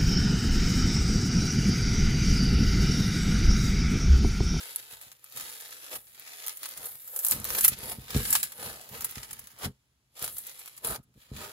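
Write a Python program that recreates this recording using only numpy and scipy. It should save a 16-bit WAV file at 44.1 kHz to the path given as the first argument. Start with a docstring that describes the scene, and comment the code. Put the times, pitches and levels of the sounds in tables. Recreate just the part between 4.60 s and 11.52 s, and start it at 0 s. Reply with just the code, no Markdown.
"""Inside a small box on a table, two hands stretch, fold and press a lump of bead-filled slime, in stereo.
Random snaps, each a short ringing sine, crackle densely; their low band squelches and their top fizzes.
Bigger pockets burst as ragged noise pops. Hands and lump knock and rub the table, whose modes thud.
Shaped noise lies below as a faint hum and hiss; box air, scatter and unlike paths to the sides add space."""
import sys
import numpy as np
from scipy import signal
from scipy.fft import rfft, irfft, next_fast_len
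from scipy.io import wavfile

SR = 44100
rng = np.random.default_rng(int(sys.argv[2]) if len(sys.argv) > 2 else 0)


def master(y):
    """Save y as 16-bit WAV."""
    cut = np.clip(np.atleast_2d(y).T, -1, 1)
    pcm = np.round(cut * 32767)  # scale
    wavfile.write(sys.argv[1], SR, pcm.astype(np.int16))


N = 305172   # length in samples
PATHS = 3    # one common to both sides and one for each; same events, unlike fine detail


def amp(db):
    """Gain of a level in dB."""
    return 10 ** (np.asarray(db) / 20)


def rms_one(x):
    """Scale to rms 1."""
    return x / np.sqrt(np.mean(x ** 2) + 1e-20)


def at_hz(points, hz):
    """Read a table of f/Hz and value on a log-frequency axis."""
    table_hz, values = np.transpose(points)
    return np.interp(np.log(hz + 1), np.log(table_hz), values)


def colour(x, points):
    """Filter x by a gain curve of f/Hz and level/dB."""
    gain = amp(at_hz(points, np.fft.rfftfreq(N, 1 / SR)))
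    return irfft(rfft(x) * gain, N)


def band(x, lo_hz, hi_hz):
    """Band-pass."""
    return signal.sosfilt(signal.butter(3, [lo_hz, hi_hz], "band", fs=SR, output="sos"), x)


def drift(rate_hz):
    """Random wander of rms 1: noise through two equal low-pass poles."""
    r = np.exp(-2 * np.pi * rate_hz / SR)
    settle = 9000   # samples dropped while the filter settles
    noise = rng.standard_normal(N + settle)
    return rms_one(signal.lfilter([1], [1, -2 * r, r * r], noise)[settle:])


def ring(clicks, hz, t60_s):
    """Two-pole resonator: a unit click sets a decaying sine of starting height 1 ringing."""
    r = amp(-60 / (t60_s * SR))
    w = 2 * np.pi * hz / SR
    return signal.lfilter([0, np.sin(w)], [1, -2 * r * np.cos(w), r * r], clicks + 1e-18)


def swell(peak_s, peak_db, rise_s, fall_s):
    """Level in dB of swells that rise to a peak and fall, 20 dB in the given times; their powers add."""
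    t = np.arange(0, N / SR + .004, .002)[:, None]
    rising = (peak_s - t) / np.maximum(rise_s, .004)
    falling = (t - peak_s) / np.maximum(fall_s, .004)
    below = np.where(t < peak_s, rising, falling)
    power = np.sum(amp(peak_db - 20 * below) ** 2, axis=1)
    return np.interp(np.arange(N) / SR, t[:, 0], 10 * np.log10(power + 1e-14))


def joined(a_db, b_db):
    """Level in dB of two unrelated sounds together."""
    return 10 * np.log10(amp(a_db) ** 2 + amp(b_db) ** 2)


# Share of the sound that reaches the two sides by unlike paths: f/Hz, share (0-1)
DIFFUSE_SHARE = [(200, 0.06), (500, 0.31), (1000, 0.64), (2500, 0.67), (4000, 0.7), (6500, 0.85),
                 (8500, 0.02), (15000, 0)]


def box(paths):
    """Both sides hear the common path; each also hears a path of its own off walls and hands."""
    size = next_fast_len(N)
    share = np.clip(at_hz(DIFFUSE_SHARE, np.fft.rfftfreq(size, 1 / SR)), 0, 1)
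    common, *own = rfft(paths, size)
    sides = common * np.sqrt(1 - share) + np.array(own) * np.sqrt(share)   # powers add to one
    return irfft(sides, size)[:, :N]


WALLS_T60_S, WALLS_DB = .035, -2.5   # decay of the scatter; its level against the direct sound


def walls(paths, count=40):
    """Quick noise-like scatter colours each path; it changes several times a second as the hands move."""
    hop = N // count + 1
    t = np.arange(2048) / SR
    size = next_fast_len(2 * hop + len(t))
    out = np.zeros((PATHS, (count + 4) * hop))
    padded = np.pad(paths, ((0, 0), (hop, 2 * hop)))
    fade = np.sin(np.pi * np.arange(2 * hop) / (2 * hop))   # overlapping pieces keep their power
    for k in range(count + 1):
        decay = amp(-60 * t / WALLS_T60_S)
        scatter = rms_one(rng.standard_normal((PATHS, len(t))) * decay) / np.sqrt(len(t))
        piece = padded[:, k * hop:(k + 2) * hop] * fade
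        out[:, k * hop:k * hop + size] += irfft(rfft(piece, size) * rfft(scatter, size), size)
    return paths + amp(WALLS_DB) * out[:, hop:hop + N]


# Air modes of the box: f/Hz, width/Hz, level/dB against the direct sound
AIR_MODES = [(475.7, 44, -2.5), (906, 23, -1.5), (1252, 39, -2)]


def hollow(x):
    """The air in the box rings along at a few pitches: narrow resonances added to the sound."""
    air = 0
    for hz, width_hz, db in AIR_MODES:
        air = air + amp(db) * signal.lfilter(*signal.iirpeak(hz, hz / width_hz, SR), x)
    return x + air


# Spectrum of the hum and hiss: f/Hz, relative level/dB (per Hz)
HUSH_SPECTRUM = [(30, -23.5), (64, -8.5), (100, -18), (124, -5.5), (170, -18), (400, -28), (1100, -29.5),
                 (3600, -30.5), (7500, -33), (15500, -40.5)]
HUSH_DB = -73.5   # rms


def room_hush():
    """Steady noise, humped in the bass and thin above, makes the faint hum and hiss."""
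    noise = rng.standard_normal((PATHS, N))
    return amp(HUSH_DB) * rms_one(colour(noise, HUSH_SPECTRUM))


# Modes of the table top: f/Hz, level/dB, t60/s (before damping by the contact)
TABLE_MODES = [(60, -4, 0.36), (93, -5, 0.3), (130.5, -0.5, 0.35), (209, 1.5, 0.1), (330, -30, 0.19),
               (412, -14, 0.36), (500, -26.5, 0.46)]
# Knocks, levels before trim: t/s, knock level/dB, rubbing level/dB,
# time for the rubbing to fall 20 dB/s (4 ms at least, negative values too)
KNOCKS = [(0.329, -56, -68, 0), (0.467, -59, -67, 0), (0.751, -59, -53.5, 0.1), (1.33, -60, -59, 0.2),
          (2.167, -92.5, -56, 0.28), (2.721, -44, -38, 0.5), (2.871, -69, -41.5, -0.48),
          (3.119, -37, -53, 0.5), (3.23, -41, -48, 0.8), (3.385, -36, -41.5, 0),
          (3.549, -21.5, -20.5, -0.01), (3.562, -15.5, -36, 0.12), (3.605, -30, -40, 0.08),
          (3.658, -42, -43, 0.2), (3.99, -52, -47, 0.05), (4.043, -49, -41.5, 0.15),
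          (4.311, -47, -45.5, 0.26), (4.571, -37.5, -57, 0.47), (4.722, -51, -58, 0.22),
          (5.038, -40.5, -31.5, 0.04), (5.076, -34, -38.5, 0.02), (5.622, -45, -53.5, 0.24),
          (6.189, -64, -69, 0.5), (6.25, -45, -51, 0.26), (6.297, -47.5, -34.5, 0.03),
          (6.382, -52.5, -36, -0.33), (6.56, -52.5, -50.5, -1.35), (6.716, -32.5, -43.5, 0.26),
          (6.802, -51.5, -45, -0.5)]
RUB_LAG_S, RUB_RISE_S = .02, .035   # rubbing peaks after the knock; its rise spans 20 dB
KNOCK_TRIM_DB, RUB_TRIM_DB = -3.0, -2.5
KNOCK_DAMPING, RUB_DAMPING = 0.34, 0.3   # factors on each mode's t60


def table_thuds():
    """Soft knocks and the rubbing of the lump ring the table's modes."""
    knock_s, knock_db, rub_db, rub_fall_s = np.transpose(KNOCKS)
    rub_level_db = swell(knock_s + RUB_LAG_S, rub_db, RUB_RISE_S, rub_fall_s)
    knocks = np.zeros(N)
    knocks[[round(s * SR) for s in knock_s]] = amp(knock_db + KNOCK_TRIM_DB)
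    rubbing = rng.standard_normal((PATHS, N)) * amp(3 * drift(18))   # uneven friction
    struck, rubbed = 0, 0
    for hz, db, t60_s in TABLE_MODES:
        struck = struck + amp(db) * ring(knocks, hz, KNOCK_DAMPING * t60_s)
        rubbed = rubbed + amp(db) * rms_one(ring(rubbing, hz, RUB_DAMPING * t60_s))
    soft = signal.butter(2, 500., fs=SR, output="sos")   # fleshy contact: no sharp edge
    return signal.sosfilt(soft, struck) + amp(rub_level_db + RUB_TRIM_DB) * rms_one(rubbed)


# Bursting pockets, levels before band trims: t/s, snap level/dB,
# body level/dB against the top, ragged tail level/dB against the snap
POPS = [(0.1599, -10.5, -17, -26), (0.413, -29, -11, -9), (0.423, -39, -16.0, -7), (0.5165, -36, 0, -9),
        (0.5264, -38, -5, -21), (0.6426, -29.5, -13, -37), (0.699, -42.0, -13.0, -10),
        (0.7226, -36, -1.5, -8), (0.76, -34, -11, 0), (0.7722, -23, -6, -9), (0.798, -27, -1, -13),
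        (0.808, -29, -4, -3.5), (0.8981, -30, 0, -13), (0.9253, -30, -2, -13), (1.008, -33, -9, -4),
        (1.0861, -39, -11, -14), (1.108, -33, -6, -12), (1.126, -34, 1, -15), (1.249, -36, -2, -19),
        (1.264, -31, -3, -18), (1.313, -37, 2, -14), (1.4693, -46, 2.5, -9), (1.5968, -28, -19, -27),
        (1.676, -36, 3, -7.5), (1.8131, -39, -19, -13), (1.8643, -18.5, -13, -14), (1.8719, -21.5, -5, -18),
        (1.8814, -13.5, -11.5, -20), (1.894, -23, -1, -17), (1.9718, -23.5, -19, -12),
        (2.0317, -20.5, -8, -15), (2.0562, -25.5, -1.5, -5), (2.0894, -22, -12, -21), (2.11, -33, -6, -4),
        (2.173, -36.5, -8.5, 5), (2.2553, -22.5, -32, -4.5), (2.476, -26.5, -14.5, -8.5),
        (2.5619, -17.5, -16, -9.5), (2.566, -22, -24, -21.0), (2.59, -14.5, -19.5, -7),
        (2.6393, -25, -24, -10), (2.6481, -6.5, -18, -11.5), (2.6652, -12.5, -13.5, -6),
        (2.6846, -8, -25, -28), (2.697, -25, -5, -8.0), (2.7108, -4, -17.5, -14.5),
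        (2.7193, -18.5, 1, -6.5), (2.7637, -30, -9, -21.0), (2.8, -23, -14.0, -20.0), (2.8184, -38, 2, -20),
        (2.834, -36, -16, -14), (2.8434, -16.5, -6, -24), (2.8516, -14.5, -7.5, -24),
        (2.9042, -16.5, -0.5, -27), (2.949, -21, -1.5, -4), (2.985, -15.5, -9, -0.5),
        (3.008, -19.5, -14, 3.5), (3.0405, -24, -16, -4.5), (3.0465, -7, -10.0, -2),
        (3.0798, -4.5, -16, -3.5), (3.188, -26, -24, -21.0), (3.237, -30, -6, -18.0), (3.318, -26, -9, -4),
        (3.4138, -42, -14.0, -4), (3.505, -29, -2.5, -2.5), (3.5457, -33, 13, -9), (3.565, -40, -7.0, -13),
        (3.5742, -20, -9, -10), (3.7038, -15.5, -18, -1.5), (3.727, -8, -15.5, -2),
        (3.7522, -11.5, 0, -4.5), (3.81, -21, -24, -22), (3.8298, -12.5, -8.5, -5),
        (3.92, -31.5, -5.5, -2.5), (4.2114, -36.5, -5, -3), (4.2392, -39, -15, -9),
        (4.2656, -48, -15, -13.5), (4.2907, -30.5, -9, -10.0), (4.408, -20, -8, -10),
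        (4.4201, -25.5, -3.5, -9.5), (4.444, -21, -12.5, 2.5), (4.4961, -31, -15, -27),
        (4.51, -22, -13, -15.5), (4.5554, -33.5, 5.5, -7), (4.581, -36, 9, -11.5), (4.645, -37, 3, -12.5),
        (4.6304, -30, -0.5, -4), (4.7089, -30, -7, -3.5), (4.7297, -32, -8.5, 0.5),
        (4.793, -25.5, -14, -11.5), (4.841, -42, -4.0, -10.5), (4.8716, -31.5, -7, -9.5),
        (4.904, -41, -3, -16), (4.9157, -38.5, -7, -14.5), (4.9869, -39, -10.5, -0.5), (5.5707, -43, 1, -5),
        (5.5921, -31.5, -4, -4), (5.6258, -19, -7, -15), (5.643, -19, -9, -7.5), (5.678, -23, -2, -14.5),
        (5.7266, -26.5, -39, -16.5), (5.761, -41, -23, -13), (5.766, -32.5, -12.5, 1),
        (5.7828, -19, -23, -8), (5.868, -22, -15, -8.5), (5.8953, -31.5, 1.5, -11.5),
        (5.991, -32.5, -10, -2.5), (6.0587, -29, -7, -10.5), (6.0768, -29.0, -3.5, -9.5),
        (6.1654, -39, -15, -4), (6.177, -33, -8, -4.5), (6.2472, -16.5, -9.5, -10.5),
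        (6.2716, -14.5, -23, -21.5), (6.2929, -31.5, -1.5, -7.5), (6.429, -57, -15, -5),
        (6.4356, -54.5, -9, -11), (6.541, -60, 3, -10), (6.764, -40, 7, -6)]
SNAP_T60_S, TAIL_T60_S, TAIL_RISE_S = 0.0035, 0.041, 0.0012
POP_TOP_TRIM_DB, POP_BODY_TRIM_DB = 1.6, 1.0


def pops():
    """A pocket tears open with a sharp snap of noise, then a ragged burst dies away."""
    t = np.arange(SR // 10) / SR
    top, body = np.zeros((2, PATHS, N + len(t)))
    flutter = amp(0.79 * drift(500)[np.arange(N + len(t)) % N])
    ragged = rms_one(rng.standard_normal(top.shape) * flutter)
    tear = rng.choice([-1, 1], top.shape)
    snap = amp(-60 * t / SNAP_T60_S)
    tail = amp(-60 * t / TAIL_T60_S) * np.minimum(t / TAIL_RISE_S, 1)
    for s, snap_db, body_db, tail_db in POPS:
        i = round(s * SR)
        span = slice(i, i + len(t))
        burst = amp(snap_db) * (snap * tear[:, span] + amp(tail_db) * tail * ragged[:, span])
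        top[:, span] += burst
        body[:, span] += burst * amp(body_db)
    bright = amp(POP_TOP_TRIM_DB) * band(top[:, :N], 8220, 15600)
    return bright + amp(POP_BODY_TRIM_DB) * band(body[:, :N], 800, 7100)


def grains(per_s, spread_db, cycles, clump_db, count=16):
    """Tiny pockets snap at random, in clumps; each rings a cycle or so at a pitch drawn by chance."""
    sizes = amp(spread_db * np.minimum(rng.exponential(1, N), 5)) * rng.choice([-1, 1], (PATHS, N))
    clumps = amp(clump_db * (drift(23) + 1.4 * drift(100)))
    snaps = sizes * (rng.random(N) < per_s / SR) * clumps
    dealt = rng.integers(0, count, N)   # which pitch each snap gets
    total = 0
    for k, hz in enumerate(np.geomspace(300, 16000, count)):
        total = total + rms_one(ring(snaps * (dealt == k), hz, cycles / hz)) * np.sqrt(hz)
    return rms_one(total)


# Slime creeping and stretching between the squeezes, before band trims: t/s, crackle level/dB
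CREEP = [(0.0, -48.5), (0.2, -51), (0.3, -62.5), (0.58, -69.5), (0.72, -57), (0.95, -50.5), (1.27, -53.5),
         (1.45, -68.5), (1.64, -52), (1.85, -47), (1.95, -60.5), (2.45, -64.5), (2.65, -52), (3.1, -66),
         (3.42, -76), (3.7, -45.5), (3.84, -67), (4.25, -63), (4.46, -50.5), (4.94, -63), (5.1, -95.5),
         (5.52, -94), (5.57, -55), (5.76, -58), (5.87, -51.5), (6.2, -61.5), (6.42, -91.5), (6.52, -87.5),
         (6.62, -60.5), (6.7, -71), (6.92, -70.5)]
CREEP_SQUELCH_DB = -7.5   # wet low part against the crackle, before band trims
# Squeezes, folds and presses, before band trims: peak t/s, crackle level/dB, rise time/s, fall time/s,
# squelch level/dB against the crackle; rise and fall span 20 dB
SQUEEZES = [(0.329, -48, 0.09, 0.065, -5.5), (0.43, -53, 0.09, 0.15, -5), (0.772, -45, 0.046, 0.35, -3.5),
            (1.318, -44.5, 0.033, 0.096, -2), (1.361, -41, 0.06, 0.018, -3),
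            (1.904, -45.5, 0.036, 0.05, -8.5), (2.041, -45.5, 0.056, 0.29, -8.5),
            (2.246, -51, 0.13, 0.14, 2.5), (2.563, -59.5, 0.13, 0.16, 7), (2.722, -40, 0.054, 0.12, -3.5),
            (2.89, -39.5, 0.069, 0.45, -20), (2.983, -45, 0.23, 0.026, 9), (3.05, -30, 0.032, 0.032, -17),
            (3.65, -41, 0.049, 0.12, -26), (3.132, -40, 0.073, 0.032, -7), (3.237, -47, 0.085, 0.22, 1.5),
            (3.318, -44, 0.14, 0.044, 2.5), (3.558, -40, 0.12, 0.3, -4.5), (3.76, -34.5, .1, 0.067, -11),
            (3.831, -40.5, 0.0035, 0.065, -19), (4.046, -43.5, 0.14, 0.28, 1),
            (4.35, -47.5, 0.078, 0.16, 0.5), (4.58, -54.5, 0.057, 0.43, -2.5),
            (5.047, -35, 0.054, 0.034, 3), (5.643, -39.5, 0.06, 0.067, -4), (6.0, -53.5, 0.017, 0.093, -6),
            (6.25, -40.5, 0.024, 0.066, 7.5), (6.309, -41, 0.054, 0.055, 10), (6.358, -43.5, 0.11, 0.02, 4),
            (6.77, -47, 0.045, 0.071, -6.5), (6.819, -46, 0.096, 0.2, 3)]


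def kneading():
    """Crackle and squelch levels in dB: creeping and squeezes add in power."""
    creep_db = np.interp(np.arange(N) / SR, *np.transpose(CREEP))
    peak_s, squeeze_db, rise_s, fall_s, wet_db = np.transpose(SQUEEZES)
    crackle_db = joined(creep_db, swell(peak_s, squeeze_db, rise_s, fall_s))
    wet_swell_db = swell(peak_s, squeeze_db + wet_db, rise_s, fall_s)
    return crackle_db, joined(creep_db + CREEP_SQUELCH_DB, wet_swell_db)


# Tone curve of the crackle: f/Hz, gain level/dB
CRACKLE_TONE = [(250, -4.5), (500, 4.5), (900, 3.5), (1600, 1.5), (2500, -1), (4200, 0.5), (6000, -2),
                (8000, 0.5), (12000, 3.5), (15500, 1.5)]
# Fine fizz against the crackle, before band trims: t/s, level/dB
FIZZ = [(0.0, 2), (1.3, 2), (1.45, 11.5), (1.62, -1.5), (1.9, 1), (1.96, 12.5), (2.05, 0), (2.2, 5),
        (2.3, 14), (2.7, 16.5), (2.8, 0), (3.07, 13), (3.14, -3), (3.3, 7.5), (3.5, -1.5), (3.7, 9),
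        (3.9, 6.5), (4.2, 2.5), (5.1, 0.5), (5.64, 3), (5.76, 16), (5.88, 3.5), (6.2, 0), (6.28, 11.5),
        (6.4, -1), (6.92, 1)]
FIZZ_SMOOTH = 0.4   # power share of the fizz too fine to hear as single snaps
SQUELCH_TRIM_DB, MIDDLE_TRIM_DB, FIZZ_TRIM_DB = -5.5, -.5, -1.0


def crackle():
    """One stream of snaps; its wet low part, its middle and its fine top follow the kneading."""
    crackle_db, squelch_db = kneading()
    fizz_db = np.interp(np.arange(N) / SR, *np.transpose(FIZZ))
    snaps = colour(grains(per_s=6000., spread_db=2.5, cycles=1.1, clump_db=1.02), CRACKLE_TONE)
    squelch = amp(squelch_db + SQUELCH_TRIM_DB) * rms_one(band(snaps, 200, 1600))
    middle = amp(crackle_db + MIDDLE_TRIM_DB) * rms_one(band(snaps, 1724, 7300))
    smooth = rms_one(colour(rng.standard_normal(snaps.shape), CRACKLE_TONE))
    fine = np.sqrt(1 - FIZZ_SMOOTH) * rms_one(snaps) + np.sqrt(FIZZ_SMOOTH) * smooth
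    fizz = amp(crackle_db + fizz_db + FIZZ_TRIM_DB) * rms_one(band(fine, 8420, 15000))
    return squelch + middle + fizz


def scene():
    """Slime rings the box air and scatters off its walls; table and hush join on the way to the sides."""
    slime = walls(hollow(crackle() + pops()))
    return box(slime + table_thuds() + room_hush())


IN_PHASE_HZ, TURN_HZ = 10150, 3150   # sides agree here, and slip one full cycle per this many Hz
BASS_CUT_HZ, TOP_HZ, STOP_HZ = 47, 15750, 16739   # top steps down 24 dB from TOP_HZ, 50 dB from STOP_HZ


def record(dry):
    """Left lags right by a third of a millisecond above the bass; deep bass and extreme treble are cut."""
    size = next_fast_len(N + 64)
    hz = np.fft.rfftfreq(size, 1 / SR)
    slip = 2 * np.pi * np.maximum((hz - IN_PHASE_HZ) / TURN_HZ + 3, 0)   # no slip below 700 Hz
    top_step = amp(-24 * np.clip((hz - TOP_HZ) / 150, 0, 1))
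    response = np.exp(-1j * slip * [[1], [0]]) * top_step
    pair = irfft(rfft(dry, size) * response, size)[:, :N]
    pair = signal.sosfilt(signal.butter(4, BASS_CUT_HZ, "high", fs=SR, output="sos"), pair)
    return signal.sosfilt(signal.cheby2(12, 50, STOP_HZ, fs=SR, output="sos"), pair)


dry = scene()
out = record(dry)
master(out)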